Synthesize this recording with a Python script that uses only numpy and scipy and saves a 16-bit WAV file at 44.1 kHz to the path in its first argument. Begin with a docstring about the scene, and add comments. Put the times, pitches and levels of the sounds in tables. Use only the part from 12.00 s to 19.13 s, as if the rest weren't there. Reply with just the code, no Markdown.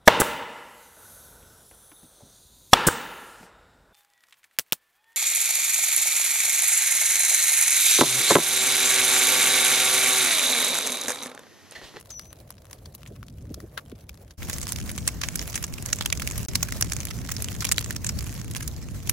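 """First a far fire of dry brush in a field: sparse pops over a soft hiss; after a quick fade, the same close by.
Twigs pop as shaped noise bursts around a sharp shock, over a dense crackle of small, mostly faint ones.
Flames rumble and hiss as patchy filtered noise; boiling sap whistles twice as a gliding tone with its octave.
A breeze thumps the microphone in puffs of low noise. The recorder loses one short block of sound."""
import sys
import numpy as np
from scipy import signal
from scipy.fft import rfft, irfft, next_fast_len
from scipy.io import wavfile
from scipy.ndimage import uniform_filter1d, map_coordinates

SR = 44100
rng = np.random.default_rng(int(sys.argv[2]) if len(sys.argv) > 2 else 0)


def store_wav(level_fs):
    """Save 16-bit WAV to argv[1]."""
    pcm = np.round(np.clip(np.atleast_2d(level_fs), -1, 1) * 32767)
    wavfile.write(sys.argv[1], SR, pcm.T.astype(np.int16))


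N = 314244
T = np.arange(N) / SR  # time of each sample, s
MOVE_S = 2.37  # the listening place changes from far to near


# The loud pops, each level giving the energy of that level held for 1 ms, before tone by distance and panning:
# [t/s, thin-wood snap level/dB, thick-wood body level/dB, length/ms, own tone f/Hz]
POP_EVENTS = [(0.1043, -27.5, -40.5, 8.9, 6300), (0.1951, -28, -36, 1.7, 5400),
              (0.3292, -35.5, -42, 2.9, 11170), (0.5047, -31, -40, 3.4, 12000),
              (0.7107, -36.5, -43.0, 3.8, 12000), (0.7302, -30, -38.0, 2.4, 7400),
              (0.857, -36, -42.5, 5.0, 4070), (0.9492, -31.5, -44.5, 4.8, 12000),
              (1.062, -45, -37.5, 4.5, 2310), (1.0744, -36.5, -46, 8.8, 7260),
              (1.2297, -43, -36.5, 2.1, 1430), (1.2838, -41, -42.5, 1.2, 4000),
              (1.5433, -28.0, -42, 2.6, 5260), (1.603, -38.5, -40, 2.2, 1630),
              (1.7757, -27.5, -21.5, 10.7, 1390), (1.917, -48, -44, 2.5, 2580),
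              (2.0932, -31.5, -33, 2.8, 2530), (2.3082, -38.5, -45, 6.2, 6200),
              (2.422, -46, -28.5, 3.8, 1930), (2.498, -19, -24.5, 4.8, 1460),
              (2.531, -22.5, -31, 2.2, 6350), (2.6147, -23, -38, 4.6, 7800),
              (2.6288, -22.5, -33.0, 7.5, 7900), (2.6909, -22.5, -31, 7.2, 7860),
              (2.7219, -16.0, -27, 2, 11400), (2.895, -30.5, -32, 2.4, 2100), (2.9155, -25, -40, 2, 11170),
              (2.9788, -22.5, -27, 2.5, 8450), (3.077, -8, -19.0, 3.7, 9010),
              (3.087, -25, -24.5, 3.3, 6300), (3.2154, -19.5, -24, 3.7, 5450), (3.2343, -19, -17, 11, 5500),
              (3.2867, -19.5, -21.5, 1.5, 6760), (3.3568, -15, -26, 2.5, 11170),
              (3.3931, -19, -26, 2.4, 5000), (3.4157, -26, -32.0, 2.3, 6290),
              (3.4766, -26.5, -32.0, 3.7, 12000), (3.5429, -26, -26, 5.4, 4500),
              (3.5557, -14.5, -22, 8, 7900), (3.5775, -26, -26.5, 2.9, 1730),
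              (3.6261, -24, -29.5, 3.5, 12000), (3.64, -17, -24.0, 4.9, 7050), (3.783, -36, -28, 3.0, 2450),
              (3.8606, -19, -31.0, 2.7, 8450), (3.9296, -8.5, -17, 3.9, 6400),
              (3.9865, -26.0, -32, 5.5, 7500), (4.0092, -21.5, -18, 4.6, 3960),
              (4.0226, -26, -29, 3.5, 3570), (4.0595, -13.5, -17, 3.1, 3140), (4.102, -23, -27, 2, 4720),
              (4.1266, -11.5, -12, 2.2, 2620), (4.199, -30, -26.5, 1.6, 2680),
              (4.2204, -23, -25.0, 3.1, 1470), (4.2746, -17.5, -21.5, 2.6, 2550),
              (4.3115, -22.5, -29, 2.3, 8600), (4.379, -20.5, -31.5, 5.0, 12100),
              (4.4847, -21, -33, 6.9, 6700), (4.5545, -8.5, -15.5, 3.5, 4800), (4.629, -11, -20, 2.9, 6600),
              (4.723, -21, -22, 2.4, 2150), (4.8108, -13, -24.0, 2.9, 12100),
              (4.8247, -8.5, -17, 2.05, 6200), (4.9211, -16.5, -22, 2.3, 5700),
              (4.9341, -20.5, -32.5, 2.9, 7840), (4.966, -21.5, -28.5, 1.9, 6290),
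              (5.0039, -21.5, -32, 1.7, 6600), (5.0529, -20.5, -36, 2, 12000),
              (5.2904, -28, -25, 4.5, 1490), (5.319, -18, -29, 2.9, 6760), (5.366, -22, -33.5, 3.3, 4670),
              (5.4229, -17.5, -33, 2.5, 12100), (5.4443, -20.5, -29, 2.2, 6800),
              (5.6065, -19.0, -32, 10, 4720), (5.6224, -22.5, -23, 7.1, 1500),
              (5.6456, -20, -22, 1.8, 3000), (5.651, -13.5, -18.5, 3, 2610), (5.6674, -23, -28, 7.6, 3550),
              (5.6908, -17.5, -26, 1.9, 6000), (5.7156, -13, -16.5, 1.9, 2130),
              (5.7204, -6.5, -18.5, 4.8, 8600), (5.782, -13, -10.5, 1.4, 4530),
              (5.8097, -28, -29.5, 2.5, 12000), (5.9076, -20.5, -22, 2.8, 1640),
              (5.9638, -20.5, -30.5, 2.6, 5900), (6.045, -19, -25.5, 3.0, 7300),
              (6.0662, -15.5, -30, 6.2, 8000), (6.0918, -15, -24.5, 4.6, 5240),
              (6.189, -22.5, -34, 2.3, 4720), (6.242, -30, -38, 3.1, 9000), (6.512, -28, -39, 4, 10900),
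              (6.5697, -27, -34, 4.5, 12000), (6.625, -25.5, -35.5, 8.0, 8650),
              (6.6773, -19.5, -36.5, 4.1, 12300), (7.0732, -26, -32, 6.1, 2860),
              (7.0954, -8.5, -18.5, 3.1, 11600)]


def pops():
    """Pockets of steam burst the larger twigs."""
    return bursts(*np.transpose(POP_EVENTS), shock=6)


TICK_DB, TICK_SPREAD_DB = 5, 4.5  # crackle over the hiss level, spread of sizes
RAREST = 0.031  # bounds the size of the loudest ticks
TICK_BODY_DB, TICK_COLOUR_DB = -8.5, 21.5  # body relative to snap, and its range from tick to tick
TICK_MS, TICK_LONGER_MS = 1.26, 4.9  # shortest tick, most added length


def crackle(hiss_db, count=620):
    """Thin twigs tick at chance moments, mostly faint, louder where the fire hisses more."""
    chance = rng.random((count, 5))
    s = chance[:, 0] * (N - 1) / SR
    fire_db = hiss_db + 3 * wobble(7.6)  # the wobble makes louder and fainter clumps
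    size_db = TICK_DB - TICK_SPREAD_DB * np.log(RAREST + chance[:, 1])
    snap_db = fire_db[(s * SR).astype(int)] + size_db
    body_db = snap_db + TICK_BODY_DB + TICK_COLOUR_DB * (chance[:, 2] - .5)
    length_ms = TICK_MS + TICK_LONGER_MS * chance[:, 3] ** 3
    tone_hz = 1500 * 8 ** chance[:, 4]
    return bursts(s, snap_db, body_db, length_ms, tone_hz, shock=5.0)


# Thick wood: [f/Hz, relative level/dB]
BODY_COLOUR = [(250, -11.5), (780, -10.5), (1050, -4), (2200, 0), (3300, -3.5), (6500, -25.5)]
# Thin wood: [f/Hz, relative level/dB]
SNAP_COLOUR = [(1500, -39), (3400, -7.5), (6400, 0.5), (9800, -5.5), (12000, -7), (15800, -10.5),
               (16600, -50)]
# Colour of bursts heard at the far place: [f/Hz, gain/dB]
FAR_AIR = [(1050, 5.5), (2300, -2.5), (4000, 3), (7500, -5), (11000, 2)]
# Left-right likeness at the far place, for bursts here and flames below: [f/Hz, correlation]
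FAR_LIKENESS = [(200, 1), (700, 0.5), (3500, 0.59), (6500, 0.23)]
# Left-right likeness at the near place, for bursts here and flames below: [f/Hz, correlation]
NEAR_LIKENESS = [(60, 0.1), (300, 0.72), (1800, 0.55), (3300, 0.14), (6800, 0.29)]
OWN_COLOUR_DB = 1.5  # how far each burst's tone colour strays from that of its wood
OWN_PEAK_DB, OWN_PEAK_WIDTH = 8.5, .22  # a burst's own tone: height, width in log Hz


def bursts(s, snap_db, body_db, length_ms, tone_hz, shock):
    """Each burst is a shock and a ragged run of splinters; the shorter the run, the more the shock stands out."""
    t = np.arange(1200) / SR - .004  # 4 ms before the shock are kept for the lead-in
    length = np.clip(length_ms, .3, 12)[:, None] / 1000  # s
    ragged = amp(13.7 * uniform_filter1d(rng.standard_normal((len(s), len(t))), size=16))
    tearing = 0.18 * np.exp(np.minimum(t, 0) / length)  # a faint lead-in
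    decay = np.exp(-1.3 * t / length) + 0.16 * np.exp(-t / 0.0052)
    swell = np.where(t < 0, tearing, decay)
    impulse = shock * (0.0023 / length) ** 1.3 * (np.abs(t) < .5 / SR)
    path_delay_s = .00015 * rng.standard_normal((len(s), 1))  # between the two paths, widens the burst

    hz = np.fft.rfftfreq(len(t), 1 / SR) + 1
    stray = unit(uniform_filter1d(rng.standard_normal((len(s), len(hz))), size=45))
    tone = np.exp(-.5 * (np.log(hz / tone_hz[:, None]) / OWN_PEAK_WIDTH) ** 2)
    own = amp(OWN_COLOUR_DB * stray) * amp(OWN_PEAK_DB * tone)

    pair = np.zeros((2, N))
    for colour, level in ((BODY_COLOUR, body_db), (SNAP_COLOUR, snap_db)):
        for path in (0, 1):
            wave = swell * ragged * rng.standard_normal(swell.shape) + impulse
            wave = irfft(rfft(wave) * own * rfft(causal(colour), len(t)), len(t))
            # energy of the level held for 1 ms
            wave *= (amp(level) * np.sqrt(SR / 1000) / np.linalg.norm(wave, axis=1))[:, None]
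            at = np.round((s[:, None] + path * path_delay_s + t) * SR).astype(int).clip(0)
            pair[path] += np.bincount(at.ravel(), wave.ravel(), N + SR)[:N]

    through_air = filtered(pair, lambda hz: amp(along(FAR_AIR, hz)))
    far = ports(through_air, FAR_LIKENESS) * amp([[1.1], [-1.1]])
    near = ports(pair, NEAR_LIKENESS) * amp([[-1.3], [1.3]])
    return np.where(T > MOVE_S, near, far)


# Rumble of the flames at either place: [f/Hz, relative spectral level/dB]
RUMBLE_SPECTRUM = [(15, -50), (28, -13.5), (59, 2.5), (107, 1), (261, -12), (500, -27.5), (900, -60)]
# Hiss at the far place: [f/Hz, relative spectral level/dB]
FAR_HISS_SPECTRUM = [(150, -35), (300, 15), (620, 20), (850, 8.5), (1900, -0.5), (5500, -6), (11000, -3.5),
                     (15800, -6), (16200, -40)]
# Hiss at the near place: [f/Hz, relative spectral level/dB]
NEAR_HISS_SPECTRUM = [(150, -31), (300, 7.5), (620, 11.5), (820, 5), (2300, 2), (3300, -1.5), (6600, 3.5),
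                      (9800, -5), (12500, -1), (15800, -4.5), (16200, -42)]
HISS_FAR_DB, HISS_NEAR_DB = 4, 0.08  # hiss gain over the strength curve at each place


def flames(rumble_db, hiss_db):
    """Tumbling hot gas rumbles; the burning bark hisses."""
    def by_place(far_spectrum, near_spectrum, patchy_db):
        """Rushing noise with the colour and width of each listening place."""
        far = rush(far_spectrum, FAR_LIKENESS, patchy_db)
        near = rush(near_spectrum, NEAR_LIKENESS, patchy_db)
        return np.where(T < MOVE_S, far, near)

    tumble_db = 0.99 * wobble(25) + 1.38 * wobble(6)
    rumble = amp(rumble_db + tumble_db) * by_place(RUMBLE_SPECTRUM, RUMBLE_SPECTRUM, 2.4)
    place_db = np.where(T < MOVE_S, HISS_FAR_DB, HISS_NEAR_DB)
    hiss = amp(hiss_db + place_db) * by_place(FAR_HISS_SPECTRUM, NEAR_HISS_SPECTRUM, 3.7)
    return rumble + hiss * amp([[-.6], [.6]])


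# Two boiling twigs, one list each, before wobble and panning: [t/s, pitch f/Hz, level/dB]
WHISTLE_GLIDES = [
    [(.104, 6650, -52), (.132, 5969, -41), (.17, 5898, -42), (.22, 5910, -51), (.33, 6120, -62)],
    [(2.65, 9200, -62), (2.84, 9150, -60), (2.96, 8400, -64), (3.01, 8100, -56), (3.07, 8250, -74)],
]


def whistle(rows):
    """Steam from a boiling twig sings a gliding tone with a weak octave."""
    start_s, end_s = rows[0][0], rows[-1][0]
    pitch_hz, db = curves(rows)
    phase = 2 * np.pi * np.cumsum(pitch_hz * (1 + 0.002 * wobble(140))) / SR
    on = (T > start_s) & (T < end_s)
    sung = np.sin(phase) + amp(-24) * np.sin(2 * phase)
    tone = np.sqrt(2) * on * amp(db + 2.3 * wobble(60)) * sung
    pan_db = [[2.5], [-2.5]] if start_s < MOVE_S else [[-1.2], [1.2]]
    return tone * amp(pan_db)


# Puffs of breeze on the microphone: [t/s, peak level/dB]
BREEZE_PUFFS = [(1.117, -38.5), (1.444, -44.5), (1.513, -34.5), (1.58, -39.5), (1.64, -34), (1.926, -38.5)]
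# Colour of the thump: [f/Hz, relative spectral level/dB]
THUMP_SPECTRUM = [(60, -13), (200, 5), (650, -7), (900, -45)]
PUFF_S = 0.0091  # time constant of a puff's rise and fall


def breeze():
    """Puffs of air thump both microphone ports nearly alike with low noise."""
    push = sum(amp(db) * np.exp(-np.abs(T - s) / PUFF_S) for s, db in BREEZE_PUFFS)
    return push * rush(THUMP_SPECTRUM, [(200, 1.0)], patchy_db=-0.5)


# In the top treble the two sides are by turns opposed and in step: [f/Hz, correlation]
TOP_LIKENESS = [(8000, -0.075), (9300, -0.53), (10300, 0.35), (11600, 1), (12700, -0.78), (13900, -0.68),
                (14700, 0.38)]


def ports(pair, alike):
    """Left and right by mid and side from two sounds; unrelated ones become as alike as the table says."""
    def turn(hz):
        return np.arccos(np.clip(along(alike + TOP_LIKENESS, hz), -1, 1)) / 2

    mid, side = filtered(pair, lambda hz: np.array([np.cos(turn(hz)), np.sin(turn(hz))]))
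    return np.array([mid + side, mid - side])


def rush(spectrum, alike, patchy_db):
    """Stereo noise of rms 1 with patches of random gain in time and frequency."""
    z = signal.stft(rng.standard_normal((2, N)), nperseg=512)[2]
    patches = uniform_filter1d(rng.standard_normal(z.shape[1:]), size=5, axis=0)
    patches = unit(uniform_filter1d(patches, size=6, axis=1))
    flutter = unit(uniform_filter1d(rng.standard_normal(z.shape[2]), size=5))  # common to all frequencies
    field = patches + 1.22 * flutter
    depth_db = patchy_db * np.linspace(0, 1, len(field))[:, None] ** 0.26  # the bass stays steadier
    pair = signal.istft(z * amp(depth_db * field), nperseg=512)[1][:, :N]
    coloured = filtered(pair, lambda hz: amp(along(spectrum, hz)))
    return unit(ports(coloured, alike))


def causal(spectrum):
    """The minimum-phase impulse response of a spectrum, energy 1, by folding its cepstrum."""
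    cep = irfft(np.log(amp(along(spectrum, np.fft.rfftfreq(1024, 1 / SR)))))
    cep[1:512] *= 2
    cep[513:] = 0
    h = irfft(np.exp(rfft(cep)))[:512]
    return h / np.linalg.norm(h)


def filtered(x, response):
    """x times a response of frequency."""
    m = next_fast_len(N + 8192)
    return irfft(rfft(x, m) * response(np.fft.rfftfreq(m, 1 / SR)), m)[..., :N]


def wobble(rate):
    """A smooth random curve, rate knots a second."""
    return map_coordinates(rng.standard_normal(int(N * rate / SR) + 4), [T * rate])


def curves(rows):
    """One value per sample for each column after the time."""
    s, *cols = np.transpose(rows)
    return [np.interp(T, s, c) for c in cols]


def along(points, hz):
    """(Hz, value) points interpolated on a log axis."""
    f, v = np.transpose(points)
    return np.interp(np.log(hz + 1), np.log(f + 1), v)


def unit(x):
    """x at rms 1."""
    return x / np.sqrt(np.mean(x ** 2) + 1e-20)


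def amp(db):
    """Gain of a level in dB."""
    return 10 ** (np.asarray(db) / 20)


# Strength of the fire, far then near, before wobble and hiss gain: [t/s, rumble level/dB, hiss level/dB]
FIRE_STRENGTH = [(0, -54.5, -60.5), (.6, -49, -61), (.95, -48, -60), (1.07, -42, -64.5), (2, -46, -61),
                 (2.36, -50, -63.5), (2.38, -33, -43), (2.9, -34.5, -46.5), (3.4, -32.5, -45.5),
                 (3.53, -38, -46.5), (3.9, -32, -45), (4.7, -33, -45), (6.85, -33.5, -48),
                 (7.13, -32.5, -49.5)]


def scene():
    """Pops, crackle and flames of one fire, with whistles and breeze."""
    rumble_db, hiss_db = curves(FIRE_STRENGTH)
    fire = pops() + crackle(hiss_db) + flames(rumble_db, hiss_db)
    return fire + sum(whistle(rows) for rows in WHISTLE_GLIDES) + breeze()


FADE_OUT_S, FADE_IN_S = 0.041, 0.059  # before and after the move
LOST_FROM_S, LOST_TO_S = 4.4612, 4.4848  # the lost block
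TOP_HZ = 16500  # band limit


def record(dry):
    """A fade out and in at the move, one lost block, soft clipping near full scale, then the band limit."""
    fade = np.clip(np.maximum((MOVE_S - T) / FADE_OUT_S, (T - MOVE_S) / FADE_IN_S), 0, 1)
    kept = (T < LOST_FROM_S) | (T > LOST_TO_S)
    clipped = .9 * np.tanh(dry * fade * kept / .9)
    return filtered(clipped, lambda hz: hz < TOP_HZ)


dry = scene()
out = record(dry)
store_wav(out)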